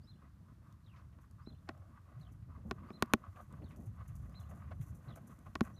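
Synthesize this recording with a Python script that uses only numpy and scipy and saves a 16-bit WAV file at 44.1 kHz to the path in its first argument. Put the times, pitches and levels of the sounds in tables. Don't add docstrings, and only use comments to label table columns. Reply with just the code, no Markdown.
import sys
import numpy as np
from scipy import signal
from scipy.fft import rfft, irfft, next_fast_len
from scipy.io import wavfile

SR = 44100
rng = np.random.default_rng(int(sys.argv[2]) if len(sys.argv) > 2 else 0)


def to_wav(s):
    ch = np.atleast_2d(s).T
    pcm = np.round(np.clip(ch, -1, 1) * 32767)
    wavfile.write(sys.argv[1], SR, pcm.astype(np.int16))


N = 255503


def from_db(db):
    return 10 ** (np.asarray(db) / 20)


def rms_one(x):
    return x / np.sqrt(np.mean(x ** 2) + 1e-20)


def in_time(rows):
    t_s, *columns = np.transpose(rows)
    return [np.interp(np.arange(N) / SR, t_s, column) for column in columns]


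def coloured(x, spectrum):
    size = next_fast_len(N)
    hz = np.maximum(np.arange(size // 2 + 1) * SR / size, 1)
    curve_hz, curve_db = np.transpose(spectrum)
    gain = from_db(np.interp(np.log(hz), np.log(curve_hz), curve_db))
    return rms_one(irfft(rfft(x, size) * gain, size)[:N])


def drift(rate_hz):
    r = np.exp(-2 * np.pi * rate_hz / SR)
    noise = rng.standard_normal(N + SR)
    return rms_one(signal.lfilter([1], [1, -2 * r, r * r], noise)[SR:])


def butter(order, hz, kind, x):
    return signal.sosfilt(signal.butter(order, hz, kind, fs=SR, output="sos"), x)


def add(out, t_s, sound):
    start = round(t_s * SR)
    out[start:start + len(sound)] += sound[:N - start]


# t/s, thud level/dB, crunch level/dB
HOOVES = [(0.106, -50, -90), (0.87, -50, -72), (0.961, -59, -65), (1.126, -63, -72.5), (1.796, -48, -82),
          (2.135, -52, -83), (2.164, -44.5, -87), (2.195, -46, -73), (2.422, -47.5, -74), (2.613, -51, -78),
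          (2.789, -71, -75), (3.276, -41, -82), (3.358, -58.5, -63.5), (3.524, -56, -69.5),
          (3.553, -53, -79), (3.617, -43, -66.5), (3.706, -54, -59.5), (3.866, -40.5, -74.5),
          (4.007, -39, -76), (4.087, -42.5, -68.5), (4.341, -47, -65.5), (4.461, -46, -85),
          (4.713, -50, -74), (4.795, -36.5, -80), (4.811, -43.5, -63), (5.041, -48, -72.5),
          (5.076, -44, -68), (5.306, -50, -70), (5.46, -48, -72)]
THUD_MEDIAN_HZ, THUD_SPREAD_DB = 105.3, 1.15


def hooves():
    out, t = np.zeros(N), np.arange(SR // 8) / SR
    for t_s, thud_db, crunch_db in HOOVES:
        thud_hz = THUD_MEDIAN_HZ * from_db(THUD_SPREAD_DB * rng.standard_normal())
        push = (t / 0.0077) * np.exp(1 - t / 0.0096)
        thud = np.sin(2 * np.pi * thud_hz * t) * push
        grains = rms_one(butter(3, [450, 2600], "band", rng.standard_normal(len(t))))
        crunch = grains * np.minimum(t / 0.0019, 1) * np.exp(-t / 0.015)
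        add(out, t_s, from_db(thud_db) * thud + from_db(crunch_db) * crunch)
    return out


def resonate(x, hz, width_hz):
    r = np.exp(-np.pi * width_hz / SR)
    stage = [(1 - r * r) / 2, 0, (r * r - 1) / 2, 1, -2 * r * np.cos(2 * np.pi * hz / SR), r * r]
    return signal.sosfilt([stage, stage], x)


# f/Hz, width of one stage/Hz, level/dB
NOSTRILS = [(651, 317, -2), (1095, 340, 2.5), (1438, 126, -4.5), (1873, 224, -7), (2400, 290, -14.5)]
# middle t/s, half length/s, level/dB, lowest resonance/dB, tilt of the upper ones/(dB per octave)
PUFFS_AND_SCUFFS = [(0.241, 0.079, -68.5, -3, 1), (0.499, 0.069, -72.5, -17, -7),
                    (0.682, 0.1, -75, -20, -10), (0.979, .073, -63, -3.5, -2), (1.226, 0.053, -72, -18, -3),
                    (1.409, 0.032, -61.5, -24, -20), (1.697, 0.03, -62.5, 14.5, 7),
                    (1.808, 0.15, -74, 8.5, -31), (1.961, 0.053, -64, -34, -10),
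                    (2.132, 0.086, -65.5, 3.5, -0.5), (2.25, 0.067, -73.5, 5.5, -2),
                    (2.555, 0.079, -66.5, -22, -8), (2.829, 0.2, -65, -15, -4.5),
                    (3.017, 0.082, -65, -7, -1), (3.095, 0.083, -65.5, -12, -12.5),
                    (3.258, 0.047, -56.5, -2.5, -22), (3.388, 0.053, -57.5, 3.5, -30),
                    (3.553, 0.057, -65, -11, -20), (4.003, 0.044, -60.5, 0.5, -8.5),
                    (4.376, 0.2, -71, 4.5, -8), (4.54, 0.084, -67, 8, -6), (4.661, 0.093, -65, -6, 2),
                    (4.721, 0.018, -54, 3.5, -8), (5.096, .038, -59.5, 5, -2),
                    (5.178, 0.028, -60, 12.5, -17), (5.31, 0.047, -67, -6, -22),
                    (5.472, 0.021, -58.5, 5.5, -3.5), (5.649, 0.094, -71.5, 5, 2)]
BREATH_DB = -73.5


def breath_and_scuffs(near_db):
    air = rng.standard_normal(N) * from_db(3.4 * drift(33))
    bands = np.array([from_db(level_db) * resonate(air, hz, width_hz)
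                      for hz, width_hz, level_db in NOSTRILS])
    bands = bands / np.sqrt(np.mean(bands.sum(axis=0) ** 2))
    upper_hz = np.array(NOSTRILS)[1:, 0]
    octaves = np.log2(upper_hz / upper_hz[0])
    gains = np.ones_like(bands) * from_db(BREATH_DB + near_db + 1.17 * drift(15))
    t = np.arange(N) / SR
    for t_s, half_s, level_db, low_db, tilt_db in PUFFS_AND_SCUFFS:
        span = slice(max(round((t_s - half_s) * SR), 0), round((t_s + half_s) * SR))
        swell = np.cos(np.pi / 2 * (t[span] - t_s) / half_s) ** 2
        band_db = level_db + np.r_[low_db, tilt_db * octaves]
        gains[:, span] += from_db(band_db)[:, None] * swell
    return (gains * bands).sum(axis=0)


# f/Hz, level/dB (relative density)
SAND = [(3500, -26), (5200, -16.5), (6000, -0.5), (7000, -1.5), (8000, -6.5), (9500, -2.5), (12600, -2),
        (15500, -11.5)]
# t/s, level/dB, fall time/s
SWISHES = [(1.21, -82, 0.028), (2.19, -81, 0.04), (2.316, -82, 0.03), (2.66, -85, 0.062),
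           (3.356, -77.5, 0.035), (3.403, -78, 0.034), (3.685, -80.5, 0.043), (3.758, -69.5, 0.021),
           (3.798, -80, 0.05), (3.855, -69, 0.019), (4.075, -65.5, 0.018), (4.148, -69, 0.024),
           (4.18, -84, 0.1), (4.394, -73.5, 0.041), (4.491, -74.5, 0.031), (4.548, -82.5, 0.055),
           (4.807, -68, 0.036), (4.859, -72, 0.047), (4.944, -75.5, 0.037), (5.016, -86, 0.08),
           (5.154, -61.5, 0.018), (5.268, -71.5, 0.023), (5.303, -76, 0.034), (5.445, -81, 0.031),
           (5.627, -67.5, 0.039)]
GRAINS_PER_S = 9000
TRICKLE_DB, TRICKLE_FOLLOWS = -87, 0.8


def sand(near_db):
    sizes = from_db(3.56 * np.minimum(rng.exponential(1, N), 5)) * rng.choice([-1, 1], N)
    falls = rng.random(N) < GRAINS_PER_S * from_db(3.0 * drift(40)) / SR
    level, t = from_db(TRICKLE_DB + TRICKLE_FOLLOWS * near_db), np.arange(SR // 4) / SR
    for t_s, level_db, fall_s in SWISHES:
        add(level, t_s, from_db(level_db) * np.minimum(t / 0.0071, 1) * np.exp(-(t / fall_s) ** 2))
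    return coloured(sizes * falls, SAND) * level


# t/s, level/dB
GRIT = [(0.7258, -63), (1.3114, -62), (1.7769, -65.5), (3.059, -60), (3.329, -76), (3.5256, -58.5),
        (3.7614, -61.5), (4.1634, -62.5), (4.2959, -65), (5.1586, -57), (5.39, -61.5)]


def grit():
    out, t = np.zeros(N), np.arange(SR // 100) / SR
    for t_s, level_db in GRIT:
        burst = rng.standard_normal(len(t)) * np.exp(-t / 0.0015)
        add(out, t_s, from_db(level_db) * butter(1, [2500, 14000], "band", burst))
    return out


def ring(clicks, hz, t60_s):
    r, w = from_db(-60 / (t60_s * SR)), 2 * np.pi * hz / SR
    return signal.lfilter([0, np.sin(w)], [1, -2 * r * np.cos(w), r * r], clicks + 1e-18)


# t/s, ring level/dB, body level/dB, crack level/dB, bounce below first contact/dB, body lag/s
KNOCKS = [(1.187, -69.5, -67, -90, 27, 0.0034), (1.471, -69, -46, -80, 22, 0.0021),
          (1.6894, -45, -45, -48, -2, .003), (2.7107, -37.5, -33.5, -42.5, 5.5, 0.0045),
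          (2.904, -57, -40, -94, 11, 0.0016), (3.0236, -29, -26, -32, 15, 0.0021),
          (3.1356, -23, -21, -29.5, 22, .0037), (5.16, -62, -57, -81, 24, 0.0032),
          (5.5536, -41, -42, -45, -1.5, 0.0035), (5.608, -34, -30, -41, 16, 0.00532)]
# f/Hz, level/dB, t60/s
CASE_BODY = [(108, -24, 0.079), (228, 4, 0.052), (300, -5, 0.042), (366, -7, 0.042), (616, -13, 0.046),
             (790, -15, 0.035)]
CASE_RING = [(1126, 8, 0.014), (1341, 10, .010), (1897, 0, 0.014), (2410, 4, 0.0073)]
CASE_CRACK = [(4435, 2, 0.0056), (5030, 6, 0.0035), (6910, 8.5, 0.002), (9170, 4, 0.0012),
              (10740, 1.5, 0.0013)]
BOUNCE_S, BOUNCE_DULL_DB = 0.0027, 17
BODY_SOFT_HZ, BUZZ_DB = 910, -10


def contacts():
    first = np.array(KNOCKS)
    bounce = first + [BOUNCE_S, 0, 0, -BOUNCE_DULL_DB, 0, 0]
    bounce -= first[:, 4:5] * [0, 1, 1, 1, 0, 0]
    return np.r_[first, bounce]


def case_modes(rows):
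    out = np.zeros(N)
    for modes, level_db in zip((CASE_RING, CASE_BODY, CASE_CRACK), rows[:, 1:4].T):
        for hz, mode_db, t60_s in modes:
            spot_db = 2.5 * rng.standard_normal(len(rows))
            harder_db = 0.93 * (level_db + 36) * max(np.log2(hz / 5000), 0)
            lag_s = rows[:, 5] if modes is CASE_BODY else 0.00048 + 0.66 / hz
            clicks = np.zeros(N + SR)
            at = ((rows[:, 0] + lag_s) * SR).round().astype(int)
            clicks[at] = from_db(level_db + mode_db + spot_db + harder_db)
            rung = ring(clicks[:N], hz, t60_s)
            out += butter(2, BODY_SOFT_HZ, "low", rung) if modes is CASE_BODY else rung
    return out


def case_buzz(rows):
    out, t = np.zeros(N), np.arange(SR // 20) / SR
    for t_s, ring_db in rows[:, :2]:
        burst = rng.standard_normal(len(t)) * np.exp(-t / 0.005)
        add(out, t_s, from_db(ring_db + BUZZ_DB) * butter(2, [450, 4000], "band", burst))
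    return out


def knocks():
    rows = contacts()
    return case_modes(rows) + case_buzz(rows)


def note(rows, level_db, pitch_factor, rough):
    at_s, hz, shape_db = np.transpose(rows)
    t = np.arange(at_s[0], at_s[-1], 1 / SR)
    ends = np.clip(np.minimum(t - at_s[0], at_s[-1] - t) / 0.0013, 0, 1)
    flutter = np.interp(t, at_s[0] + 0.002 * np.arange(40), rng.standard_normal(40))
    level = np.sqrt(2) * from_db(level_db + np.interp(t, at_s, shape_db))
    phase = 2 * np.pi * np.cumsum(pitch_factor * np.interp(t, at_s, hz)) / SR
    return level * ends * (1 + rough * flutter) * np.sin(phase)


# main note t/s, main level/dB, upstroke level/dB, after-notes level/dB
WHISTLES = [(0.07, -67, -84.5, -79), (1.459, -67.5, -88, -77.5), (2.927, -68, -84, -91),
            (4.347, -65, -95, -77)]
# t from main note/s, f/Hz, level/dB; AFTER_NOTES lists several notes
UPSTROKE = [(-.053, 4340, -5), (-.008, 5440, 3), (-.002, 5300, -2)]
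MAIN_NOTE = [(0, 3550, -14), (.008, 4040, -1), (.036, 4130, 0), (.042, 4080, -3), (.052, 3400, -12)]
AFTER_NOTES = [
    [(.06, 3400, -1.5), (.067, 3460, 0), (.075, 3420, -15)],
    [(.087, 2800, 4), (.11, 3220, -26), (.13, 3700, -1)],
]
# t/s, f/Hz, level/dB
SHORT_PHRASE = [
    [(5.735, 5550, -88), (5.747, 5950, -75), (5.76, 6070, -78)],
    [(5.762, 3800, -74), (5.77, 4240, -77), (5.789, 3850, -66)],
]


def whistles(out):
    for t_s, main_db, up_db, after_db in WHISTLES:
        add(out, t_s + UPSTROKE[0][0], note(UPSTROKE, up_db, 1, rough=0.9))
        add(out, t_s, note(MAIN_NOTE, main_db, 1, rough=0.3))
        for rows in AFTER_NOTES:
            add(out, t_s + rows[0][0], note(rows, after_db, 1, rough=0.9))
    for rows in SHORT_PHRASE:
        add(out, rows[0][0], note(rows, 0, 1, rough=0.25))


# t/s, level/dB
TRILLS = [(0.842, -73.5), (2.21, -75.5), (3.639, -74.5), (5.083, -72)]
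TRILL_TOP_HZ, TRILL_PITCH_RATIO = 4240, 0.893
TRILL_STEP_S, TRILL_FADE_DB = 0.018, 0.8


def trills(out):
    for t_s, level_db in TRILLS:
        for k in range(6):
            louder, higher = rng.standard_normal(2)
            hz = TRILL_TOP_HZ * TRILL_PITCH_RATIO ** k
            hook = [(0, 0.88 * hz, -9), (0.005, 1.03 * hz, 0), (0.014, 0.9 * hz, -8)]
            syllable_db = level_db - k * TRILL_FADE_DB + 1.5 * louder
            add(out, t_s + k * TRILL_STEP_S, note(hook, syllable_db, 1 + 0.02 * higher, rough=1.2))


ECHO_DB, ECHO_DECAY_S = -38, 0.035


def bird():
    out = np.zeros(N)
    whistles(out)
    trills(out)
    t = np.arange(SR // 4) / SR
    echoes = rng.standard_normal(len(t)) * np.exp(-t / ECHO_DECAY_S) * from_db(ECHO_DB)
    return out + signal.fftconvolve(out, echoes)[:N]


# t/s, fall time/s, level/dB, low f/Hz, high f/Hz
RUSTLE = (.962, .05, -82, 3800, 6200)


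def rustle():
    t_s, fall_s, level_db, low_hz, high_hz = RUSTLE
    out, t = np.zeros(N), np.arange(SR // 5) / SR
    noise = rms_one(butter(2, [low_hz, high_hz], "band", rng.standard_normal(len(t))))
    add(out, t_s, from_db(level_db) * noise * np.exp(-(t / fall_s) ** 2))
    return out


# t/s, deep level/dB, upper level/dB
RUMBLE = [(0.0, -55, -67), (1.4, -55.5, -68.5), (2.0, -56, -67), (2.37, -51, -66), (2.7, -49, -59),
          (3.02, -58, -55), (3.35, -55.5, -62), (3.75, -46.5, -54.5), (4.08, -50.5, -68.5),
          (4.2, -42.5, -63), (4.4, -48, -58), (4.6, -45.5, -58.5), (5.27, -55.5, -61), (5.79, -46.5, -60.5)]
# f/Hz, level/dB (relative density)
DEEP = [(15, -40), (25, -40), (35, -21), (45, 0), (81, 2), (114, -2.5), (161, -11.5), (200, -14),
        (260, -45), (440, -120)]
UPPER = [(76, -29), (130, -6.5), (225, -8.5), (397, -26.5), (651, -27), (900, -36.5), (1170, -55.5),
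         (1980, -120)]


def rumble():
    deep_db, upper_db = in_time(RUMBLE)
    deep = coloured(rng.standard_normal(N), DEEP) * from_db(deep_db + 1.68 * drift(8.9))
    upper = coloured(rng.standard_normal(N), UPPER) * from_db(upper_db + 4.4 * drift(14.5))
    return deep + upper


# f/Hz, level/dB (relative density)
AIR = [(180, -28), (300, 5.5), (500, -24), (850, -9.5), (1170, -5.5), (1500, -9), (2400, -20), (4500, -22),
       (7700, -25.5), (12100, -25.5), (15800, -32.5)]
AIR_DB = -76


def still_air():
    return from_db(AIR_DB + 0.52 * drift(5.5)) * coloured(rng.standard_normal(N), AIR)


# t/s, level/dB
APPROACH = [(0, -16.5), (1.6, -5), (2.6, -6.5), (3.0, 1.5), (3.9, 0), (4.3, 1.5), (5.79, 3.5)]


def scene():
    near_db, = in_time(APPROACH)
    horse = hooves() + breath_and_scuffs(near_db) + sand(near_db) + grit()
    return (horse + knocks() + bird() + rustle() + rumble() + still_air())[None]


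LOW_CUT_HZ, TOP_CUT_HZ = 70, 15250


def record(dry):
    thin = butter(2, LOW_CUT_HZ, "high", dry)
    return signal.sosfilt(signal.ellip(10, 0.5, 55, TOP_CUT_HZ, fs=SR, output="sos"), thin)


dry = scene()
out = record(dry)
to_wav(out)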